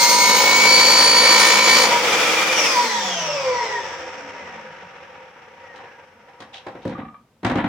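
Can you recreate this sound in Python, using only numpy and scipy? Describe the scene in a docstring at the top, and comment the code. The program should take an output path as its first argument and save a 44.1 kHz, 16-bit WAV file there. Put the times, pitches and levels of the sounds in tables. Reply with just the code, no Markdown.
"""A miter saw cuts old lumber in a backyard

The teeth sing and rasp while gears and motor strain; then the blade runs free and coasts down.
One curve of blade speed steers the tones, the repeating and steady noise, and the falling whistles.
The offcut slides with bursts of rough noise, knocks as wood and folding table ring in decaying
modes, and rattles a steel support. Fading noise gives the answer of the house wall."""
import sys
import numpy as np
from scipy import signal
from scipy.fft import rfft, irfft, next_fast_len
from scipy.io import wavfile

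SR = 44100
rng = np.random.default_rng(int(sys.argv[2]) if len(sys.argv) > 2 else 0)


def wrap_up_sound(samples):
    """Save the sound to the file named by the first command line argument, as 16-bit audio."""
    columns = np.atleast_2d(samples).T
    # keep every value between -1 and 1, then stretch to whole-number steps
    tamed = np.clip(columns, -1, 1)
    steps = np.round(tamed * 32767).astype(np.int16)
    wavfile.write(sys.argv[1], SR, steps)


N = 338688  # length in samples

OFF_S = 2.592  # the trigger is let go, in seconds
TOOTH_COUNT = 40  # teeth on the blade
GEAR_RATIO = 5.168  # turns of the motor shaft per turn of the blade

# The clack of wood, also used for the support and the dragging wood.
# Each row: frequency in Hz, relative level in dB per Hz.
CLACK_SPECTRUM = [(400, -21), (750, 3.5), (1200, -5), (1900, -6.5), (2600, -15.5), (4000, -23.5)]


def amp(db):
    """Turn decibels into a gain."""
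    return 10 ** (np.asarray(db) / 20)


def unit(x):
    """Scale a sound to an rms level of 1."""
    return x / np.sqrt(np.mean(np.abs(x) ** 2) + 1e-20)


def along(points, hz):
    """Read a value between (Hz, value) points on a logarithmic frequency axis."""
    f, v = np.transpose(points)
    return np.interp(np.log(hz + 1), np.log(f + 1), v)


def curves(rows):
    """Draw one value per sample for each column after the time in seconds."""
    s, *cols = np.transpose(rows)
    return [np.interp(np.arange(N) / SR, s, c) for c in cols]


def wobble(rate):
    """Make a smooth random curve of rms 1 with about rate random points a second."""
    return unit(signal.resample(rng.standard_normal(int(N * rate / SR) + 4), N))


def filtered(x, response):
    """Shape the spectrum of x by a response, a function of frequency."""
    n = x.shape[-1]
    m = next_fast_len(n + SR // 4)
    return irfft(rfft(x, m) * response(np.fft.rfftfreq(m, 1 / SR)), m)[..., :n]


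def resonance(f, hz, width):
    """Respond like a body that vibrates most at one frequency, with gain 1 there."""
    return 1j * f * width / (hz * hz - f * f + 1j * f * width)


def colored(x, spectrum):
    """Give x a spectrum that fades out at both ends, and an rms level of 1."""
    ends = [(spectrum[0][0] / 2, -120), *spectrum, (spectrum[-1][0] * 2, -120)]
    return unit(filtered(x, lambda f: amp(along(ends, f))))


def noise(spectrum, size=N):
    """Make independent mid (center) and side noise with the given spectrum."""
    return colored(rng.standard_normal((2, size)), spectrum)


def blend(share, a, b):
    """Mix unrelated sounds by their share of the power."""
    return np.sqrt(share) * a + np.sqrt(1 - share) * b


def add(track, s, sound):
    """Mix a sound into a track at time s in seconds."""
    part = track[:, round(s * SR):][:, :sound.shape[-1]]
    part += sound[:, :part.shape[-1]]


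def envelope(s, length, attack, t60):
    """Rise at time s, hold until length seconds later, then fall 60 dB per t60 seconds."""
    t = np.arange(N) / SR - s
    return np.clip(t / attack, 0, 1) * amp(-60 * np.maximum(t - length, 0) / t60)


def line(turns, multiple, flutter):
    """Make one fluttering tone locked to the turns; its side part runs about a quarter cycle off."""
    phase = 2 * np.pi * (multiple * turns + rng.random()) + flutter * wobble(35)
    mid_side = np.array([np.cos(phase), np.sin(phase + 0.1 * wobble(3.1))])
    return np.sqrt(2) * (1 + flutter * wobble(35)) * mid_side


def narrow(shaft, multiple, width, size=32768):
    """Make a noise band around a multiple of the shaft rate; narrower bands hold more steady tone."""
    knots = rng.standard_normal((2, size)) + 1j * rng.standard_normal((2, size))
    drift = np.array([np.interp(2 * width * multiple * shaft, np.arange(size), k) for k in knots])
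    steady = np.exp(-width / 0.0087) * 4 * np.exp(2j * np.pi * rng.random((2, 1)))
    carrier = np.exp(2j * np.pi * multiple * shaft)
    return np.sqrt(2) * np.real(unit(drift + steady) * carrier)


def bites(turns, spectrum, size=4096):
    """Repeat a noise pattern with each turn, as every tooth tears or rubs in its own way."""
    pattern = signal.resample(rng.standard_normal((2, size // 7)), size, axis=1)
    repeated = np.array([np.interp(turns % 1, np.arange(size) / size, p) for p in pattern])
    return colored(repeated, spectrum)


def by_speed(speed, db, slope, stall_rate=0, order=4):
    """Lower the gain as a power of the speed, and steeply below the stall rate in turns per second."""
    return amp(db) * (speed / speed.max()) ** slope / (1 + (stall_rate / speed) ** order)


def near(speed, best, reach):
    """Make a gain that peaks at the best speed and is halved reach octaves away."""
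    return .5 ** ((np.log2(speed / best) / reach) ** 2)


def power(release_s=0.09):
    """Return 1 while the motor pulls, falling to 0 as the trigger is let go."""
    return np.clip((OFF_S - np.arange(N) / SR) / release_s, 0, 1)


def blade_speed():
    """Drive the blade in turns per second, then let friction and air drag slow it."""
    # The blade under power. Each row: time in seconds, turns per second.
    spin = [(0.0, 52.8), (0.12, 53.7), (0.25, 54.6), (0.4, 55.3), (0.7, 56.54), (1.2, 56.53), (1.7, 56.78),
            (2.0, 57.72), (2.2, 59.44), (2.5, 60.3)]
    friction_per_s, air_drag_per_turn = .618, .0089
    tail_rate, tail_friction_per_s = 29.8, .53  # turns per s at switch-off, slower decay of the last turns
    driven = curves(spin)[0]
    coast = np.maximum(np.arange(N) / SR - OFF_S, 0)
    decay = np.exp(-friction_per_s * coast)
    drag = driven * air_drag_per_turn / friction_per_s * (1 - decay)
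    slowing = driven * decay / (1 + drag)
    return np.maximum(slowing, tail_rate * np.exp(-tail_friction_per_s * coast))


def housing(x, direct_db=0):
    """Add the resonances of the housing, which radiates little deep bass or top treble."""
    # Each row: frequency in Hz, width in Hz, level in dB.
    modes = [(155, 30, 6), (515, 60, 18.5), (962, 32, 20.5), (1880, 130, 10), (3300, 300, 6),
             (5700, 900, 11)]

    def body(f):
        return amp(direct_db) + sum((amp(db) - 1) * resonance(f, hz, width) for hz, width, db in modes)

    def radiation(f):
        return f ** 4 / (f ** 4 + 145 ** 4) / (1 + (f / 10000) ** 4)

    return filtered(x, lambda f: body(f) * radiation(f))


def drive(turns, load, bite):
    """Gears and motor sing at multiples of the blade rate under load, until the blade breaks through."""
    # Tones of the loaded drive. Each row: multiple of the blade rate, level in dB before a 2 dB cut.
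    loaded = [(6, -42.5), (8, -36.5), (9, -32), (10, -34.5), (16, -36.5), (17, -26), (24, -39), (25, -35.5),
              (27, -39), (31, -41.5), (33, -34), (37, -38.5), (39, -34), (41, -32), (42, -36), (44, -34.5),
              (53, -37.5), (56, -36.5), (60, -40), (69, -39.5), (70, -31), (73, -37.5), (79, -39),
              (81, -34.5), (93, -39.5), (96, -39), (98, -37), (100, -40.5), (111, -42), (116, -42.5),
              (118, -39), (121, -34.5)]
    # Low hum of the motor under load. Each row: multiple of the blade rate, level in dB.
    motor = [(3.668, -40), (4.649, -40.5), (5.604, -47)]
    hum_order, whine_order = 18, 32  # cycles per turn of the blade
    hum_db, whine_db = -37.5, -32.5
    whine_grows = 6.3  # dB per dB of load
    gears = housing(amp(hum_db) * load ** 0.15 * line(turns, hum_order, flutter=0.17))
    whine = amp(whine_db) * load ** whine_grows * line(turns, whine_order, flutter=0.32)
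    strain = sum(amp(db - 2.0) * line(turns, round(k), flutter=0.41) for k, db in loaded)
    hum = sum(amp(db) * line(turns, k, flutter=0.12) for k, db in motor)
    in_cut = np.minimum(2 * bite, 1)
    return in_cut * (gears + whine + load * strain) + np.minimum(2 * load, 1) * hum


def teeth(turns, bite):
    """The tooth rate and its overtones grow with the bite; at times one swells to a squeal in the cut."""
    # Teeth striking wood. Each row: multiple of the tooth rate, level in dB at a bite of 0 dB.
    overtones = [(1, -29), (2, -29.5), (3, -30.5), (4, -38), (5, -46), (6, -50), (7, -52)]
    # Squeals. Each row: start in seconds, length in seconds, multiple of the tooth rate, level in dB.
    squeals = [(0.057, 0.29, 2, -28.5), (0.197, 0.062, 1, -18.5), (0.425, 0.35, 1, -18),
               (0.46, 0.18, 2, -28.5), (0.659, 0.65, 2, -16.5), (1.168, 0.53, 1, -22.5),
               (1.626, 0.16, 2, -23), (1.67, 0.049, 1, -20), (0.053, 0.19, 4, -39.5),
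               (0.952, 0.54, 4, -34.5), (0, 0.39, 3, -28), (0, 0.35, 6, -41.5), (0, 0.58, 7, -36.5)]
    teeth_grow = 0.88  # dB per dB of bite
    attack_s, squeal_t60 = 0.031, 0.79  # seconds
    out = np.zeros((2, N))
    for multiple, db in overtones:
        squeal_power = 0
        for s, length, k, level in squeals:
            if round(k) == round(multiple):
                squeal_power = squeal_power + amp(2 * level) * envelope(s, length, attack_s, squeal_t60) ** 2
        gain = np.sqrt((amp(db) * bite ** teeth_grow) ** 2 + squeal_power)
        flutter = 0.15 * max(multiple - 1, 1) ** 0.91
        out = out + gain * line(turns, round(multiple) * TOOTH_COUNT, flutter)
    return out


def machine(speed, turns, load, bite, clatter=0.17, judder_db=1.1, strain_db=2):
    """Rumble, air rush, hiss and the rasp of the cut; the motor shaft chops them as it slows."""
    # Spectra at high and low speed. 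Each row: frequency in Hz, relative level in dB per Hz.
    rumble_fast, rumble_slow = [(26, -64.5), (45, -31), (133, -20.5), (201, -11), (247, -14.5), (286, -12),
                                (326, -8.5), (406, -10.5), (514, 2.5), (650, -10), (846, -2.5), (995, -3.5),
                                (1090, -21), (1310, -9), (1500, -17.5), (1950, -36), (3300, -120)], [(45, -28), (95, -8), (125, -21), (158, -9), (200, -16.5),
                                                (290, -12), (420, -9), (522, 6.5), (630, -12), (780, -1),
                                                (870, -5.5), (950, 7), (1060, -29.5), (1500, -29)]
    rush_fast, rush_slow = [(800, -23.5), (1150, 5), (1700, -1), (2300, 4.5), (2700, -1), (3500, 0),
                            (4300, -13.5), (5500, -26.5)], [(800, -21), (1150, 8), (2000, 5.5), (2700, 1.5), (3300, -5),
                                          (4100, -13.5), (5500, -21)]
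    hiss_fast, hiss_slow = [(3200, -27.5), (4400, -0.5), (5600, 1.5), (6700, -3), (8000, -9.5),
                            (9200, -14.5), (12000, -19), (15800, -17)], [(3200, -15), (4400, -4), (5600, 10.5), (6500, -2), (8000, -8.5),
                                          (9200, -26.5), (12000, -34), (15800, -19.5)]
    # Teeth tearing wood. Each row: frequency in Hz, relative level in dB per Hz.
    rasp_spectrum = [(3200, -12), (4300, 6.5), (5500, 2.5), (6700, -0.5), (7600, -7), (9000, -7),
                     (10500, -21.5), (12000, -26.5), (13500, -9), (15800, -20.5)]
    # All this noise swells and sinks. Each row: time in seconds, gain in dB.
    swell = [(1.4, 0.5), (2.1, 3), (2.6, 1.5), (2.95, -3), (3.7, 3), (4.4, 3.5), (5.45, 2), (5.8, 6.5),
             (6.17, 0.5), (6.35, 3), (6.9, 6), (7.25, -15)]
    # Levels at full speed, and the powers of the speed they follow.
    rumble_db, rumble_slope = -26.5, 1.17
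    rush_db, rush_slope = -24, 1.304  # air stirred by the blade
    rush_load_db, rush_grows = -28, 4.2  # added rush at a load of 0 dB; dB per dB of load
    hiss_db, hiss_slope, hiss_stall_rate = -30.5, 0.27, 26.4  # air hiss, dying below this many turns per s
    bearing_db, bearing_slope = -49.5, 1.08  # bearing hiss, which outlasts the air
    rasp_db = -23.5  # at a bite of 0 dB
    tooth_repeat, ripple_share = .4, 0.16  # shares repeating with the blade in wood, with the motor shaft

    fast = np.clip((speed - 14) / 32, 0, 1)
    in_wood = np.clip(load, 0, 1)
    locked = tooth_repeat * in_wood

    rumble = blend(fast, noise(rumble_fast), amp(-0.5) * noise(rumble_slow))
    rumble = by_speed(speed, rumble_db + strain_db * in_wood, rumble_slope) * rumble

    flow = np.hypot(by_speed(speed, rush_db, rush_slope), amp(rush_load_db) * load ** rush_grows)
    ripple = unit(np.sqrt(speed) * bites(GEAR_RATIO * turns, rush_slow, size=1400))
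    slow = amp(-3.0) * blend(ripple_share, ripple, noise(rush_slow))
    rush = flow * blend(locked, bites(turns, rush_fast), blend(fast, noise(rush_fast), slow))

    rasp = amp(rasp_db) * bite * blend(locked, bites(turns, rasp_spectrum), noise(rasp_spectrum))

    air = by_speed(speed, hiss_db, hiss_slope, hiss_stall_rate) * (1 - in_wood / 2)
    bearing = by_speed(speed, bearing_db, bearing_slope)
    hiss = np.hypot(air, bearing) * blend(fast ** 4, noise(hiss_fast), noise(hiss_slow))

    shaft = 1 + clatter * (1 - fast) * np.cos(2 * np.pi * GEAR_RATIO * turns)
    runout = 1 + 0.19 * in_wood * np.cos(2 * np.pi * turns)  # pulses once a turn in the wood
    level = amp(curves(swell)[0] + judder_db * wobble(45))
    return shaft * runout * level * (rumble + rush + rasp + hiss)


def plate():
    """The pinched blade plate rings at its own pitch as it breaks through."""
    # Each row: start in seconds, length in seconds, pitch in Hz, level in dB.
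    rings = [(1.821, 0.021, 970, -25), (1.902, 0.067, 955, -18.5)]
    attack_s, ring_t60 = 0.015, .16  # seconds
    t = np.arange(N) / SR
    return sum(amp(db) * envelope(s, length, attack_s, ring_t60) * line(t, hz, flutter=0.19)
               for s, length, hz, db in rings)


def free_blade(speed, turns, load):
    """Out of the wood the teeth whine in the air, rising with speed and fading soon after switch-off."""
    # Each row: multiple of the motor shaft rate, level in dB, relative width.
    whines = [(7.686, -27.5, 0.022), (15.8, -45.5, 0.016), (33.4, -48, .015)]
    reach_oct = 0.31  # they fall 6 dB this far below full speed
    whine = sum(amp(db) * narrow(GEAR_RATIO * turns, k, width) for k, db, width in whines)
    return (1 - np.minimum(load, 1)) ** 2 * near(speed, speed.max(), reach_oct) * whine


def buzz(speed, turns, size=4096, count=48):
    """The coasting motor sounds multiples of its shaft rate: a dense bundle of tones that fall together."""
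    # Each row: multiple of the shaft rate, level in dB at full speed.
    levels = [(5, -49), (10, -46), (12, -53), (16, -47), (20, -45), (23, -46), (26, -55), (29, -52),
              (36, -52), (40, -60), (48, -62)]
    slope, stall_rate = .8, 19  # power of the speed; it dies below this many turns per s
    jitter_turns = .008  # unsteadiness of the shaft
    k = np.arange(count + 1)
    random_phase = np.exp(2j * np.pi * rng.random((2, len(k))))
    lines = amp(along(levels, k)) * (k >= levels[0][0]) * random_phase
    cycle = irfft(lines, size) * size / np.sqrt(2)
    shaft = GEAR_RATIO * turns + jitter_turns * wobble(50)
    wave = np.array([np.interp(shaft % 1, np.arange(size) / size, c) for c in cycle])
    return wave * by_speed(speed, 0, slope, stall_rate) * (1 - power())


def whistles(speed, turns, echo=0.55):
    """Whistles speak near their own speeds and, like the gear drone, flare at housing resonances."""
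    # Whistles and hisses of the coasting motor, fan and blade.
    # Each row: multiple of the motor shaft rate, level in dB, relative width,
    # blade turns per second where it is loudest, octaves of speed to fall 6 dB.
    voices = [(1.963, -45, .015, 72, 0.6), (2.997, -55, 0.044, 12, 0.35), (3.89, -54, .05, 13, .5),
              (4.483, -43, 0.011, 46, 0.5), (5.99, -50.5, 0.012, 45, 1.04), (7.826, -44, 0.007, 25, 0.31),
              (8.13, -44, .012, 39, 0.65), (8.96, -32.5, .01, 58.5, .5), (9.07, -48.5, .015, 21, 0.46),
              (9.5, -31.5, .04, 66, 0.34), (16.06, -40.5, .008, 31, 0.5), (17.9, -38, .009, 33.6, 0.69),
              (18.37, -34.5, 0.053, 58, 0.57), (27.7, -46.5, .06, 38, 0.3), (32, -55, .03, 13, 0.5),
              (36, -44.5, 0.05, 32, 0.57), (45.8, -51, .025, 22, 0.14), (63.3, -57, 0.004, 5.36, .12)]
    powered_db = -18  # gain of the whistles while the motor pulls
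    drone_order = 20  # cycles of the unloaded gears per turn of the blade
    drone_db, drone_slope, drone_stall_rate, drone_attack_s = -28, 1.73, 19.6, 0.33
    air = sum(amp(db) * near(speed, best, reach) * narrow(GEAR_RATIO * turns, k, width)
              for k, db, width, best, reach in voices)
    air = air * amp(powered_db * power())
    slack = np.clip((np.arange(N) / SR - OFF_S) / drone_attack_s, 0, 1)
    drone_gain = slack * by_speed(speed, drone_db, drone_slope, drone_stall_rate)
    drone = drone_gain * line(turns, drone_order, flutter=0.53)
    # The gears sound mostly through the resonances.
    direct = housing(air + buzz(speed, turns), direct_db=-3) + housing(drone, direct_db=-13)
    return direct + echo * wall(direct[0])  # the late echo beats against the falling pitch


def imbalance(speed, turns, load, order=12):
    """Out of the wood the rotor hums near its shaft rate, until the housing can no longer radiate it."""
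    hum_multiple, hum_db = 1.03, -41  # multiple of the shaft rate; level
    stall_rate = 27.4  # turns per s where it fades
    gain = amp(hum_db) / (1 + (stall_rate / speed) ** order) * (1 - np.minimum(load, 1)) ** 4
    return gain * line(turns, hum_multiple * GEAR_RATIO, flutter=0.2)


def wooden(modes):
    """Combine modes of alternating sign, with the deepest bass and the treble softened."""
    def response(f):
        ringing = sum((-1) ** k * amp(level) * resonance(f, hz, width)
                      for k, (hz, width, level) in enumerate(modes))
        return ringing / (1 + 1j * f / 900) * 1j * f / (45 + 1j * f)
    return response


def knocks(thud_t60=0.077, clack_t60=0.14, crack_t60=0.046, attack=0.0012, push=22, size=SR // 2):
    """Wood lands on one edge, then the other, pushing table and board into their modes with clacks."""
    # Wood striking the saw and table. Each row: time in seconds, table level in dB and board level
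    # in dB (both before a 6 dB cut), clack level in dB, crack level in dB.
    strikes = [(5.759, -58, -49, -50, -46), (5.786, -64, -50, -37.5, -62), (5.836, -65, -45, -42, -60),
               (6.283, -66, -56, -47, -66), (6.403, -43.5, -42, -36.5, -38.5),
               (6.666, -41, -32, -33.5, -44.5), (6.752, -42, -36.5, -41, -61),
               (6.853, -22, -24, -40, -48.5), (6.876, -42, -44.5, -39.5, -42.5),
               (6.895, -34, -40, -41, -58), (6.982, -27, -36, -41, -60), (7.431, -29, -33.5, -34, -46.5),
               (7.447, -16.5, -27, -18.5, -27.5), (7.497, -20, -26, -21, -34.5),
               (7.555, -17.5, -24, -23.5, -36.5), (7.583, -28.5, -42, -21, -43),
               (7.641, -18, -31.5, -23, -42)]
    # The folding table and the offcut. Each row: frequency in Hz, width in Hz, level in dB.
    table_modes, board_modes = [(69.4, 29, -10.5), (136, 97, -7.5), (223, 51, -1), (256, 33, 1),
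                                (334.7, 32, -5)], [(400, 170, -5), (540, 52, 3), (600, 220, -9.5)]
    # The short crack. Each row: frequency in Hz, relative level in dB per Hz.
    crack_spectrum = [(1500, -20), (2600, 0), (4000, -2), (6000, -10), (9000, -20), (12000, -36),
                      (15000, -36)]
    rock_s, rock_db = .017, -5  # the other edge lands later and softer
    out, t = np.zeros((2, N)), np.arange(size) / SR
    rise = 1 - np.exp(-t / attack)
    for s, table_db, board_db, clack_db, crack_db in strikes:
        for at, gain in ((s, 1), (s + rock_s, amp(rock_db))):
            for modes, db in ((table_modes, table_db), (board_modes, board_db)):
                impulse = push * np.outer([1, 0], t == 0)  # mid only
                rough = rng.standard_normal((2, size)) * amp(-60 * t / thud_t60)
                thud = filtered(impulse + rough, wooden(modes))
                thud = thud / np.std(thud[:, :SR // 32], axis=1, keepdims=True)
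                add(out, at, gain * amp(db - 6.0) * thud)
            clack = amp(clack_db - 60 * t / clack_t60) * noise(CLACK_SPECTRUM, size)
            crack = amp(crack_db - 60 * t / crack_t60) * noise(crack_spectrum, size)
            add(out, at, gain * rise * (clack + crack))
    return out


def support(size=SR // 2):
    """The steel work support bounces and rings in decaying tones as the offcut leaves it."""
    # Bounces. Each row: time in seconds, level in dB before a 6 dB cut.
    rattles = [(6.9496, -23.5), (7.015, -26.5), (7.0491, -27.5), (7.082, -28), (7.1424, -28.5)]
    # Steel tones. Each row: frequency in Hz, level in dB, seconds to fall 60 dB.
    tones = [(1165, 0, .1), (1230, -3, .08), (2350, -17, .05)]
    out, t = np.zeros((2, N)), np.arange(size) / SR
    for s, db in rattles:
        ring = sum(amp(level - 60 * t / t60) * np.sin(2 * np.pi * (hz * t + rng.random((2, 1))))
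                   for hz, level, t60 in tones)
        clack = amp(-4 - 60 * t / 0.04) * noise(CLACK_SPECTRUM, size)
        add(out, s, amp(db - 6) * (1 - np.exp(-t / 0.003)) * (ring + clack))
    return out


def scrape():
    """Rough wood catches and slips along the fence and drags over the bed, as unsteady noise."""
    # Each row: start in seconds, length in seconds, grit on the fence in dB, drag on the bed in dB.
    slides = [(6.53, 0.053, -42.5, -49), (6.817, 0.11, -57, -53), (6.905, 0.16, -79, -50)]
    # Gritty fence noise. Each row: frequency in Hz, relative level in dB per Hz.
    grit_spectrum = [(1800, -6), (2600, 0), (3800, 1.5), (4500, -10), (6000, -13), (8000, -26),
                     (13000, -45)]
    attack_s, slide_t60 = 0.004, 0.064  # seconds
    catch = unit(noise(grit_spectrum) * amp(2.5 * wobble(300)))
    drag = unit(noise(CLACK_SPECTRUM) * amp(5.1 * wobble(70)))
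    return sum(envelope(s, length, attack_s, slide_t60) * (amp(grit_db) * catch + amp(drag_db) * drag)
               for s, length, grit_db, drag_db in slides)


def wall(x):
    """The house wall and yard answer 10 ms later with fading noise whose treble dies sooner."""
    # Each row: frequency in Hz, seconds to fall 60 dB.
    decay_times = [(100, 0.56), (1000, 0.24), (10000, 0.18)]
    hz, t, z = signal.stft(rng.standard_normal((2, SR // 2)), SR, nperseg=256)
    fading = z * amp(-60 * t / along(decay_times, hz)[:, None])
    tail = signal.istft(fading, SR, nperseg=256)[1]
    late = np.pad(x, (SR // 100, 0))[None]
    return signal.fftconvolve(late, tail / np.linalg.norm(tail[0]), axes=1)[:, :N]


def yard():
    """The yard is a faint steady noise, strongest in the bass."""
    # Each row: frequency in Hz, relative level in dB per Hz.
    yard_spectrum = [(18, -59.5), (30, -33.5), (97, -18), (185, -17.5), (216, -13), (288, -24), (524, -24),
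                     (1920, -36.5), (2920, -38.5), (15000, -53)]
    return amp(-61.0) * noise(yard_spectrum)


def scene():
    """Blade speed and cut drive the saw; handling noises follow; the bass is near mono, the treble wide."""
    # The blade breaks through just before 2 s.
    # Each row: time in seconds, load on the drive in dB, bite of the teeth in dB.
    cut = [(0, -16, 4), (.3, -0.5, 0.5), (.45, -1.5, -2), (.95, 0, -0.5), (1.22, 0.5, -3.5),
           (1.44, 1.5, 1.5), (1.6, 0.5, -3), (1.83, 1, 0), (1.93, -12, -20), (2.1, -17, -47.5),
           (2.7, -73.5, -87.5)]
    # Stereo width. Each row: frequency in Hz, gain of the side sound in dB.
    side_gain = [(60, -21), (110, -23), (200, -22), (380, -17), (700, -11), (1290, -7), (2380, -3.5),
                 (4400, -2), (8120, 0), (15000, 0)]
    speed = blade_speed()
    turns = np.cumsum(speed) / SR
    load, bite = amp(curves(cut))
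    saw = drive(turns, load, bite) + teeth(turns, bite) + machine(speed, turns, load, bite)
    saw = saw + plate() + free_blade(speed, turns, load)
    saw = saw + whistles(speed, turns) + imbalance(speed, turns, load)
    handling = knocks() + support() + scrape()
    mid, side = saw + handling + amp(-5) * wall(handling[0]) + yard()
    side = filtered(side, lambda f: amp(along(side_gain, f)))
    return np.array([mid + side, mid - side]) * amp([[.3], [-.3]])  # left slightly louder


def record(dry):
    """Clip at full scale, then keep only what lies below the band limit."""
    top_hz = 16000
    return filtered(np.clip(dry, -1, 1), lambda f: f < top_hz)


dry = scene()
out = record(dry)
wrap_up_sound(out)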